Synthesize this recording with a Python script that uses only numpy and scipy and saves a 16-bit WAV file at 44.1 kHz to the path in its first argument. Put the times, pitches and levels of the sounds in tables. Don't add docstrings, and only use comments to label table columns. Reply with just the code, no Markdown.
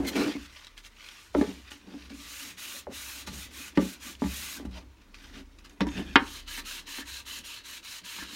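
import sys
import numpy as np
from scipy import signal
from scipy.fft import rfft, irfft, next_fast_len
from scipy.io import wavfile
from scipy.ndimage import uniform_filter1d, map_coordinates

SR = 44100
rng = np.random.default_rng(int(sys.argv[2]) if len(sys.argv) > 2 else 0)


def waveform_to_disk(signal):
    frames = np.transpose(np.atleast_2d(signal))
    scaled = np.clip(frames, -1, 1) * 32767
    samples = np.round(scaled).astype(np.int16)
    wavfile.write(sys.argv[1], SR, samples)


def voltage_ratio(decibels):
    exponent = np.asarray(decibels, float) / 20
    return 10 ** exponent


N = 368235
TIPPED_S, LAID_FLAT_S = 5.7, 6.16

# pitch_hz, level_db, t60_s
BENCH = [(187.8, -3, 0.26), (246, -11.5, 0.073), (271.7, -6, 0.076), (288, -7.5, 0.12),
         (338.4, -9.5, 0.051), (412, -13, 0.12), (539, -13, 0.056), (586, -16, 0.084), (776, -4.5, 0.016),
         (226.7, -11, 0.11), (465.5, -12.5, 0.055), (657, -18.5, .05), (880, -16, 0.041),
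         (1005, -18, 0.051)]


def unit(x):
    return x / np.sqrt(np.mean(x ** 2) + 1e-20)


def along(points, hz):
    f, v = np.transpose(points)
    return np.interp(np.log(hz + 1), np.log(f + 1), v)


def wobble(rate):
    knots = rng.standard_normal(int(N * rate / SR) + 4)
    return map_coordinates(knots, [np.arange(N) * rate / SR])


def filtered(x, response):
    m = next_fast_len(N + SR // 2)
    return irfft(rfft(x, m) * response(np.fft.rfftfreq(m, 1 / SR)), m)[:N]


def resonant(peaks, hz):
    total = 0
    for k, (centre, width, db) in enumerate(peaks):
        loss = 1j * hz * width
        total = total + (-1) ** k * voltage_ratio(db) * loss / (centre * centre - hz * hz + loss)
    return total


def favoured(hz, centre_hz, octaves):
    return np.exp(-.5 * (np.log2(hz / centre_hz) / octaves) ** 2)


def clock():
    return np.arange(0, N / SR + .01, .001)


def swells(peak_s, rise_s, fall_s, db, rounded=1):
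    late = clock() - peak_s[:, None]
    before = -late / np.abs(rise_s)[..., None]
    after = late / np.abs(fall_s)[..., None]
    return db[:, None] - 10 * np.where(late < 0, before, after) ** rounded


def summed(rows_db, floor_db):
    total = (voltage_ratio(rows_db) ** 2).sum(axis=0) + voltage_ratio(floor_db) ** 2
    return np.interp(np.arange(N) / SR, clock(), 10 * np.log10(total))


def air():
    # pitch_hz, level_db (per Hz)
    colour = [(53, -44), (90, 7), (135, -10), (190, -4.5), (330, -4), (804, -16), (956, -6.5),
              (1070, -11.5), (2180, -15), (4170, -44), (15000, -31), (16000, -24)]
    return voltage_ratio(-64.5) * unit(filtered(rng.standard_normal(N), lambda hz: voltage_ratio(along(colour, hz))))


def workshop(x):
    # pitch_hz, t60_s
    decay = [(200, 0.21), (1000, 0.25), (4000, 0.097), (12000, 0.14)]
    hz, t, z = signal.stft(rng.standard_normal(SR // 2), SR, nperseg=256)
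    fading = voltage_ratio(-60 * t / along(decay, hz)[:, None])
    tail = signal.istft(z * fading, SR, nperseg=256)[1]
    delayed = np.pad(x, (300, 0))
    return signal.fftconvolve(delayed, tail / np.linalg.norm(tail))[:N]


def dragging():
    # peak_s, rise_s, fall_s, level_db, bench_pitch_hz
    drags = [(0, 0.027, 0.02, -30.5, 280), (.12, 0.17, 0.032, -32.5, 283),
             (0.164, 0.0067, 0.066, -21.5, 296), (1.5, 0.043, 0.08, -44, 274),
             (1.88, 0.025, 0.17, -46, 242), (2.794, 0.19, 0.028, -56.5, 285), (3.26, 0.043, 0.11, -56, 300),
             (3.6, 0.8, .3, -56.5, 267), (3.9, 0.13, 0.1, -49.5, 232), (4.064, 0.015, 0.066, -48, 251),
             (4.33, 0.068, 0.12, -50, 197), (4.608, 0.047, 0.046, -44.5, 265),
             (4.84, 0.49, 0.025, -51.5, 260), (5.406, 0.23, 0.033, -52, 246),
             (5.995, 0.043, 0.036, -34, 268), (6.27, 0.55, 0.13, -49.5, 266), (6.61, 0.22, 0.6, -57, 287),
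             (6.99, 0.013, 0.041, -47.5, 280), (7.82, 0.89, 0.054, -62.5, 280),
             (8.22, 0.078, 0.19, -52, 262)]
    *when, db, hz = np.transpose(drags)
    rows = swells(*when, db)
    centre_hz = np.average(hz[:, None] + 0 * rows, axis=0, weights=voltage_ratio(rows) + 1e-30)
    return summed(rows, -79.0), np.interp(np.arange(N) / SR, clock(), centre_hz)


def shaken(rows, rise_s):
    s, db, fall_s = np.transpose(rows)
    return summed(swells(s, rise_s, fall_s, db), floor_db=-72)


def swaying(hz, width_hz, wander_hz, steady, drift_hz=0):
    tone = np.sin(2 * np.pi * np.cumsum(hz + drift_hz + wander_hz * wobble(7)) / SR)
    loose = filtered(rng.standard_normal(N), lambda f: resonant([(hz, width_hz, 0)], f) ** 2)
    return unit(steady * unit(tone) + .5 * unit(loose))


def bench_hum():
    # peak_s, level_db, fall_s
    jolts = [(0, -34.5, 0.064), (.39, -46, 0.11), (1.4, -45.5, 0.23), (2.07, -51, 0.26), (2.9, -53, 0.53),
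             (3.3, -46.5, 0.29), (4.28, -37.5, 0.1), (4.68, -41, 0.18), (5.3, -53.5, 0.33),
             (3.82, -54, 0.41), (5.86, -40.5, 0.37), (7.05, -53, 0.38), (8.23, -52, 0.053)]
    # peak_s, level_db, fall_s
    leans = [
        (.81, -55, 0.29),
        (3.5, -71, 1.6),
        (5.21, -51.5, 0.73),
        (5.98, -51.5, 0.79),
        (6.5, -46.5, 0.23),
    ]
    # time_s, shift_hz
    settling = [
        (5.3, 2),
        (5.8, 9),
        (6.9, -5),
        (7.6, 0),
    ]
    drag_db, centre_hz = dragging()
    sway_db, rumble_db = shaken(jolts, rise_s=0.059), shaken(leans, rise_s=0.18)
    judder = voltage_ratio(drag_db + 0.5 + 1.9 * wobble(30))
    hum = 0
    for hz, db, t60 in BENCH:
        mode = signal.iirpeak(hz, hz * t60 / 2.8, SR)
        driven = unit(signal.lfilter(*mode, rng.standard_normal(N)))
        hum = hum + voltage_ratio(db) * (0.19 + favoured(hz, centre_hz, octaves=0.28)) * driven
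    hum = filtered(judder * hum, lambda hz: 1 / (1 + (150 / (hz + 1)) ** 6))
    drift_hz = np.interp(np.arange(N) / SR, *np.transpose(settling))
    sway = swaying(hz=65.7, width_hz=40, wander_hz=3.52, steady=0.7)
    rumble = swaying(hz=34.0, width_hz=26, wander_hz=1.22, steady=1.3, drift_hz=drift_hz)
    return hum + voltage_ratio(sway_db) * sway + voltage_ratio(rumble_db) * rumble


def ticks():
    # start_s, peak_db, pitch_hz
    tick_rows = [(0.647, -38, 3920), (.669, -35.5, 3870), (0.778, -34, 3200), (0.849, -39, 3240),
                 (1.088, -33.5, 3230), (1.718, -33, 2940), (4.152, -37.5, 2980), (4.226, -42, 1800),
                 (5.144, -35, 2470), (5.587, -45, 3930), (5.66, -46, 5000), (5.696, -48, 6500),
                 (5.88, -48, 6460), (5.978, -46, 5000), (3.751, -48, 2470), (5.65, -47, 5040),
                 (5.807, -26, 3500), (5.869, -42, 5340), (7.388, -35, 6960), (.047, -41, 2110),
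                 (.067, -39, 2100), (0.081, -32, 4230), (.156, -28, 2520), (.163, -26, 2310),
                 (.36, -45, 2250), (1.349, -19, 1280), (1.412, -23.5, 1680), (3.7739, -18, 2010),
                 (3.7743, -29, 2964), (5.946, -38, 2580), (5.979, -29, 2690), (6.157, -19, 2050),
                 (6.16, -28, 3100), (6.165, -24, 1690), (2.869, -39, 900), (2.575, -43, 2800),
                 (6.478, -40, 3020), (6.653, -44, 3000), (7.263, -46, 3020), (8.046, -50, 3000),
                 (5.807, -26, 1050)]
    out, t = np.zeros(N + SR), np.arange(SR // 20) / SR
    for s, db, hz in tick_rows:
        snap = voltage_ratio(-60 * t / 0.011) * np.sin(2 * np.pi * hz * t)
        band = signal.butter(2, [hz / 2, hz * 2], "band", fs=SR)
        puff = voltage_ratio(-60 * t / 0.02) * signal.lfilter(*band, rng.standard_normal(len(t)))
        crack = (hz / 4000) ** 2 * voltage_ratio(-60 * t / 0.006) * rng.standard_normal(len(t))
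        out[round(s * SR):][:len(t)] += voltage_ratio(db) * (0.98 * snap + 0.56 * puff + 0.07 * crack)
    return out[:N]


def clatter(count):
    # pitch_hz, level_db
    strength = [(350, 1.5), (600, -6), (900, -34), (1300, 1.5), (2200, -1), (3500, 7.5), (5000, -4),
                (9000, -36)]
    # pitch_hz, t60_s
    decay = [(350, 0.044), (1000, 0.074), (2500, 0.034), (5000, 0.048), (9000, .012)]
    hz = 350 * (9000 / 350) ** ((np.arange(count) + rng.random(count)) / count)
    return np.transpose([hz, along(strength, hz), along(decay, hz)])


def ring(modes, t, slow, spread_db):
    hz, db, t60 = np.transpose(modes)[:, :, None].astype(np.float32)
    luck = rng.standard_normal((2, len(modes), 1)).astype(np.float32)
    t = t.astype(np.float32)
    rise = 1 - np.exp(-t * hz * 4.0)
    fall = np.exp(-t * np.float32(np.log(1000) / slow) / t60)
    swing = np.sin(2 * np.pi * hz * t + 1.23 * luck[1])
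    out = (voltage_ratio(db + spread_db * luck[0]) * fall * rise * swing).sum(axis=0)
    return out / np.abs(out).max()


def knocks():
    # start_s, bench_peak_db, frame_ring_db, bench_pitch_hz, ring_time_factor
    blows = [(0.001, -17, -36, 313, 0.5), (0.155, -16, -14, 276, 0.73), (0.352, -22.5, -31, 262, 2.3),
             (1.3499, -10.5, -14.5, 527, 1), (1.412, -7.5, -15.5, 288, 0.37), (1.715, -43.5, -2, 293, 4),
             (1.872, -45, -22, 276, 0.93), (1.939, -31, -27, 260, 2.1), (2.104, -34, -26, 259, 5.1),
             (2.869, -27, -14.5, 590, 0.76), (3.275, -32.5, 0, 178, 1.5), (3.7746, -5.5, -15, 249, 0.89),
             (4.22, -11.5, -15.5, 260, 0.64), (4.599, -28, -13, 283, 0.31), (4.651, -22.5, -16.5, 243, 1.4),
             (5.338, -45, -25, 258, 1.4), (5.806, -13.5, -7, 218, 0.71), (6.157, -6.5, 4.5, 271, 0.63),
             (6.577, -38, 4.5, 250.5, 3.4), (6.984, -41.5, 8, 293, 2.3), (8.185, -38.5, 5, 200, 1.6),
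             (8.225, -34, -2, 290, 0.72), (8.33, -36.5, -12, 290, 1.1)]
    # start_s, bench_peak_db, frame_ring_db, bench_pitch_hz, ring_time_factor
    rebounds = [(0.193, -11, -29, 298, 0.94), (0.216, -15.5, -11, 412, 1.3), (1.353, -11, -19.5, 306, 1.5),
                (1.364, -12.5, -30, 284, 0.71), (1.384, -9, -22, 287, 0.65), (1.396, -17, -18, 300, .7),
                (6.217, -22, -32, 270, 0.56), (1.422, -14, -15, 412, 0.83), (1.441, -18, -12.5, 412, 0.65),
                (1.471, -28, -10, 183, 0.77), (1.488, -32, -20, 270, 0.69), (2.88, -28, -20, 420, 0.64),
                (2.892, -28.5, -27, 288, 1.5), (3.777, -14, -8.5, 550, 1.4), (3.795, -19, -9, 412, 0.45),
                (3.822, -15, -22, 287, 1.28), (3.853, -22, -30, 280, 0.85), (4.225, -29, -15, 412, 0.7),
                (4.24, -17, -10.5, 186, 0.52), (4.257, -20.5, -13, 302, 0.92), (4.668, -45, -25, 296, .8),
                (5.81, -19.5, -5, 504, 0.72), (5.818, -13, -24, 299, 0.99), (5.84, -24, -20, 412, 0.94),
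                (5.867, -16.5, -14.5, 288, 1.08), (6.161, -14, 8.5, 412, 0.99),
                (6.165, -11, 0.5, 270, 0.82), (6.18, -21, -14, 412, 1.3)]
    # pitch_hz, level_db, t60_s
    frame_up = [(601, -1.5, 0.048), (862, -0.5, 0.13), (952, -4, 0.072), (1180, -4.5, 0.095),
                (1370, -8, 0.033), (1510, -12, .07), (1587, -13, 0.086), (1830, -1.5, .06),
                (2030, -10, 0.036), (2122, -1.5, 0.047), (2420, -24, .06), (2760, -17, 0.066),
                (4200, -14, .08)]
    # pitch_hz, level_db, t60_s
    frame_over = [(816, -11, .05), (938, -5, .1), (1072, -10, .12), (1176, -10, .08), (1386, -8, .07),
                  (1582, -3, .065), (1696, -8, .08), (1804, -5, .08), (1969, -9, .06), (2163, -3, .065),
                  (2467, -7, .07), (2799, -10, .05), (3102, -3, .035), (3887, -20, .05)]
    landing_s, rocking_s = 0.0003, 0.0021
    contacts = [(*row, landing_s) for row in blows] + [(*row, rocking_s) for row in rebounds]
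    out, t = np.zeros(N + SR), np.arange(SR // 4) / SR
    for s, db, frame_db, centre_hz, slow, soft_s in sorted(contacts):
        slow = max(slow, .2)
        modes, loose = (frame_up, .4) if s < TIPPED_S else (frame_over, .25)
        frame = 0.51 * ring(modes, t, min(slow, 1) * 1.16, spread_db=0.0)
        frame = frame + loose * ring(clatter(count=44), t, slow, spread_db=4.5)
        frame = frame * (0.53 + 0.5 * np.exp(-t / 0.012))
        edge_hz = np.clip(4000 * voltage_ratio(0.62 * frame_db), 500, 5000)
        frame = signal.lfilter(*signal.butter(2, edge_hz, fs=SR), frame)
        top = []
        for hz, level, t60 in BENCH:
            share = 0.01 + 0.27 * (hz > centre_hz * 3 / 4) + favoured(hz, centre_hz, octaves=0.21)
            top.append((hz, level + 20 * np.log10(share), t60))
        thud = ring(top, t, slow, spread_db=1.5) * (1 - np.exp(-t / soft_s))
        thud = signal.lfilter(*signal.butter(4, 160, "high", fs=SR), thud)
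        sway = voltage_ratio(-21.5 - 60 * t / 0.29) * np.sin(2 * np.pi * 64.0 * t)
        sway = sway * (1 - np.exp(-t / 0.013))
        out[round(s * SR):][:len(t)] += voltage_ratio(db - 4.0) * (thud + sway) + voltage_ratio(db + frame_db + 7.0) * frame
    return out[:N]


def singing():
    # start_s, length_s, pitch_hz, level_db
    scrapes = [(.048, .062, 2080, -41), (.056, .05, 4160, -41), (.168, .04, 3700, -54),
               (.2, .06, 4100, -45.5), (.26, .075, 4700, -49), (.19, .14, 292, -31.5),
               (.155, .1, 4100, -48), (.275, .075, 3300, -47), (.19, .08, 2300, -44),
               (.325, .05, 2200, -49), (.16, .11, 1380, -42), (.16, .035, 2300, -39),
               (1.341, .01, 700, -42), (2.4, .14, 270, -54.5), (2.48, .12, 180, -59),
               (2.6, .16, 2860, -50.5), (2.74, .04, 560, -55), (2.895, .04, 285, -42),
               (2.94, .078, 3820, -50), (3.264, .035, 4050, -46.5), (3.285, .12, 180, -47),
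               (3.58, .08, 2500, -47), (3.765, .01, 300, -42), (4.56, .035, 1550, -50),
               (4.745, .06, 616, -54), (4.75, .06, 930, -53), (5.33, .11, 262, -47), (5.798, .01, 600, -48),
               (5.855, .04, 940, -45), (5.87, .11, 6500, -57), (5.946, .078, 183, -39),
               (5.942, .078, 3600, -51), (5.954, .075, 1750, -48), (5.945, .06, 2600, -47),
               (5.97, .06, 3000, -50), (5.95, .09, 280, -37.5), (6.055, .08, 183, -45.5),
               (6.05, .06, 3300, -53), (6.575, .036, 1790, -47), (6.69, .08, 2720, -51),
               (7, .046, 1750, -46), (7.12, .078, 4050, -49), (7.37, .07, 185, -57), (8.0, .08, 185, -59),
               (8.177, .063, 1710, -45)]
    out = np.zeros(N + SR)
    for s, length, hz, db in scrapes:
        u = np.linspace(0, 1, round(length * SR))
        mode = signal.iirpeak(hz, hz / (20 + 0.041 * hz), SR)
        rough = signal.lfilter(*mode, rng.standard_normal(SR // 5))[-len(u):]
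        out[round(s * SR):][:len(u)] += voltage_ratio(db) * unit(rough) * np.sin(np.pi * u) ** 0.67
    return out[:N]


def strokes(rows, slowing_s, arch_db, wood_db):
    grip_s, grip_db, stop_db = 0.01, -10, -25.5
    woodier = 0.29
    shape = []
    for start, stop, _, rise, swell in rows:
        full, brake = start + rise, stop - slowing_s
        times = [start - 2 * grip_s, start - grip_s, start, full, (full + brake) / 2,
                 brake, stop, stop + slowing_s]
        levels = [2 * stop_db, stop_db, grip_db, 0, swell / 2 + arch_db, swell, stop_db, 2 * stop_db]
        shape.append(np.interp(clock(), times, levels))
    shape = np.array(shape)
    hiss = np.array(rows)[:, 2:3] + shape
    return hiss, hiss + wood_db - woodier * np.minimum(shape, 0)


def contact():
    # start_s, stop_s, hiss_db, full_speed_after_s, swell_db
    long_strokes = [
        (2.14, 2.57, -46.5, 0.18, -1.5),
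        (2.573, 2.85, -46.5, 0.0098, 1.5),
        (2.92, 3.275, -45, 0.025, -2),
        (3.3, 3.515, -47.5, 0.038, 0),
        (3.51, 3.744, -47.5, 0.046, -1),
        (3.79, 4.0, -47.5, 0.023, -0.5),
        (4.003, 4.185, -47.5, 0.025, -1),
        (4.215, 4.63, -43.5, 0.11, -1.5),
    ]
    # start_s, stop_s, hiss_db, full_speed_after_s, swell_db
    short_strokes = [(6.2, 6.445, -48, 0.11, -3.5), (6.472, 6.64, -48, 0.0084, 4.5),
                     (6.65, 6.838, -44, .02, -4), (6.868, 7.05, -47, 0.021, 2.5),
                     (7.055, 7.245, -47, 0.027, -1.5), (7.258, 7.435, -46.5, 0.018, 0.5),
                     (7.44, 7.63, -46.5, .014, -5), (7.64, 7.82, -49, 0.019, 1.5),
                     (7.83, 8.03, -48.5, 0.018, 0.5), (8.042, 8.28, -47.5, 0.015, 0),
                     (8.25, 8.5, -46, 0.11, 0)]
    # peak_s, rise_s,
    # fall_s, hiss_db, wood_over_hiss_db
    glove_shifts = [(.05, .004, 0.028, -51.5, 5.5), (.072, 0.0074, .02, -43, -1),
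                    (0.088, 0.013, 0.016, -38.5, 2.5), (.135, 0.017, 0.022, -50, 7),
                    (0.161, 0.0097, 0.044, -43, 6), (0.22, 0.066, 0.12, -46, 7.5),
                    (.462, 0.11, 0.013, -55.5, 4.5), (.578, 0.13, 0.12, -59.5, 7),
                    (.645, 0.0098, 0.0093, -72, 24), (.674, 0.0061, 0.0097, -69.5, 20),
                    (.78, 0.01, 0.025, -54, 5.5), (.864, 0.026, 0.019, -53, 3),
                    (1.078, 0.11, 0.14, -56.5, 7), (1.24, 0.13, 0.085, -58, -1),
                    (1.385, 0.036, 0.21, -50.5, 4), (1.686, 0.028, 0.012, -63, 12),
                    (1.71, 0.0055, 0.056, -51.5, 2.5), (2.066, 0.24, 0.024, -62.5, 8),
                    (2.103, 0.01, 0.041, -58, 7.5),
                    (3.275, 0.0092, 0.026, -45, 4), (4.2, 0.01, 0.023, -58, 1),
                   (4.715, 0.0055, 0.018, -65, 7), (5.019, 0.014, 0.011, -73, 11),
                   (5.813, 0.0028, 0.019, -56.5, 20.5), (5.875, .004, 0.041, -59.5, 11),
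                   (5.73, .03, 0.023, -70, 3), (3.758, 0.0047, 0.11, -57.5, 5.5),
                   (4.653, 0.0024, 0.013, -57, 6), (4.765, 0.031, 0.041, -59, 11.5),
                   (5.145, .003, 0.024, -61.5, 11.5), (5.24, 0.083, 0.094, -62, 9),
                   (5.388, 0.065, 0.026, -57.5, 7.5), (5.59, 0.0061, 0.018, -63, 7),
                   (5.648, .004, 0.026, -60.5, 7.5), (5.699, 0.0063, 0.021, -65, 7.5),
                   (5.93, 0.057, 0.069, -59.5, 8), (5.975, 0.038, 0.046, -64, 14.5),
                   (6.655, .003, .02, -52.5, 7), (7.265, .003, .02, -54, 4), (6.871, .003, 0.022, -51, 2),
                   (6.0, 0.1, 0.14, -64.5, 11), (6.145, 0.21, 0.12, -63, 9)]
    rest_db, rest_wood_db = -73.5, -18
    *when, db, wood = np.transpose(glove_shifts)
    shifts = swells(*when, db, rounded=1.46)
    up_hiss, up_wood = strokes(long_strokes, slowing_s=0.061, arch_db=1.5, wood_db=-0.5)
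    flat_hiss, flat_wood = strokes(short_strokes, slowing_s=0.041, arch_db=1.4, wood_db=2.5)
    hiss_db = summed(np.vstack([shifts, up_hiss, flat_hiss]), rest_db)
    wood_db = summed(np.vstack([shifts + wood[:, None], up_wood, flat_wood]), rest_db + rest_wood_db)
    return hiss_db, wood_db - hiss_db


def slips(grain_db, clump_db, patchy_db):
    grains = rng.standard_normal(N) * voltage_ratio(grain_db * wobble(3000) + clump_db * wobble(90))
    z = signal.stft(grains, nperseg=512)[2]
    field = uniform_filter1d(rng.standard_normal(z.shape), size=3, axis=0)
    field = uniform_filter1d(field, size=10, axis=1)
    patches = voltage_ratio(patchy_db * np.clip(unit(field), -2, 1.6))
    return signal.istft(z * patches, nperseg=512)[1][:N]


def rag():
    # pitch_hz, level_db (per Hz)
    fibre = [(2350, -20), (4000, -1), (4520, -8.5), (4870, -8), (6740, -1), (7790, -7), (8650, -4.5),
             (10200, -7.5), (11800, -5.5), (15100, -9.5), (16000, -11)]
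    # pitch_hz, level_db (per Hz)
    wood = [(290, -18), (500, -19.5), (578, -10), (774, -24), (1140, -6), (2260, 0), (2750, 0.5),
            (4870, -5.5), (6000, -7), (7800, -51), (13200, -120)]
    # pitch_hz, width_hz, level_db
    rail_up = [(852, 58, 8.5), (1183, 65, -4.5), (1450, 59, -5.5), (2025, 16, -6), (2450, 140, -12)]
    # pitch_hz, width_hz, level_db
    rail_flat = [(937, 45, 9), (1660, 104, -3.5), (2670, 210, -5.5), (3050, 100, -1), (4080, 280, 1.5)]
    # pitch_hz, width_hz, level_db
    rail_tipped = [(1690, 99, 4.5), (2180, 33, -7), (2450, 44, 2), (2690, 55, 0), (3160, 56, -5),
                   (3600, 70, 3), (4540, 90, -2), (5300, 80, -5), (5500, 60, -5), (6470, 70, 5),
                   (7660, 120, 0), (9200, 90, 6), (11300, 200, 4), (12500, 120, 3)]
    hiss_db, wood_db = contact()
    hiss = slips(grain_db=-0.5, clump_db=0.96, patchy_db=1.5)
    hiss = unit(filtered(hiss, lambda hz: voltage_ratio(along(fibre, hz))))
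    sheen = filtered(hiss, lambda hz: 1 / (1 + (9500 / (hz + 1)) ** 6))
    sheen_db = np.clip(0.59 * (hiss_db + 42.0) - 0.72 * wood_db, -9, 1.5)
    hiss = hiss + sheen * (voltage_ratio(sheen_db) - 1)
    drive = slips(grain_db=-1.0, clump_db=1.0, patchy_db=2.5)
    drive = filtered(drive, lambda hz: voltage_ratio(along(wood, hz)))
    standing = unit(filtered(drive, lambda hz: 0.67 + voltage_ratio(-1.5) * np.abs(resonant(rail_up, hz))))
    flat = unit(filtered(drive, lambda hz: 0.5 + np.abs(resonant(rail_flat, hz))))
    i = np.arange(N)
    rail = np.where(i < LAID_FLAT_S * SR, standing, flat)
    grit = voltage_ratio(0.27 * np.clip(wood_db + 0.5, 0, 8) * wobble(220))
    rubbed = voltage_ratio(hiss_db + 1.3) * hiss + voltage_ratio(hiss_db + wood_db) * rail * grit
    sliding = (i > TIPPED_S * SR) & (i < LAID_FLAT_S * SR)
    tipped = filtered(rubbed, lambda hz: 0.7 + np.abs(resonant(rail_tipped, hz)))
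    return np.where(sliding, tipped, rubbed)


def scene():
    hits = knocks() + ticks()
    rubbing = rag() + singing()
    room = workshop(voltage_ratio(-13.0) * hits + voltage_ratio(-12.5) * rubbing)
    return (hits + rubbing + bench_hum() + room + air())[None]


def band_limit(x):
    return signal.sosfilt(signal.butter(12, 16480, fs=SR, output="sos"), x)


def record(dry):
    held = dry[0] / (1 + np.abs(dry[0] / .8) ** 4) ** .25
    mix = filtered(held, lambda hz: hz < 15860)[None]
    return band_limit(mix)


dry = scene()
out = record(dry)
waveform_to_disk(out)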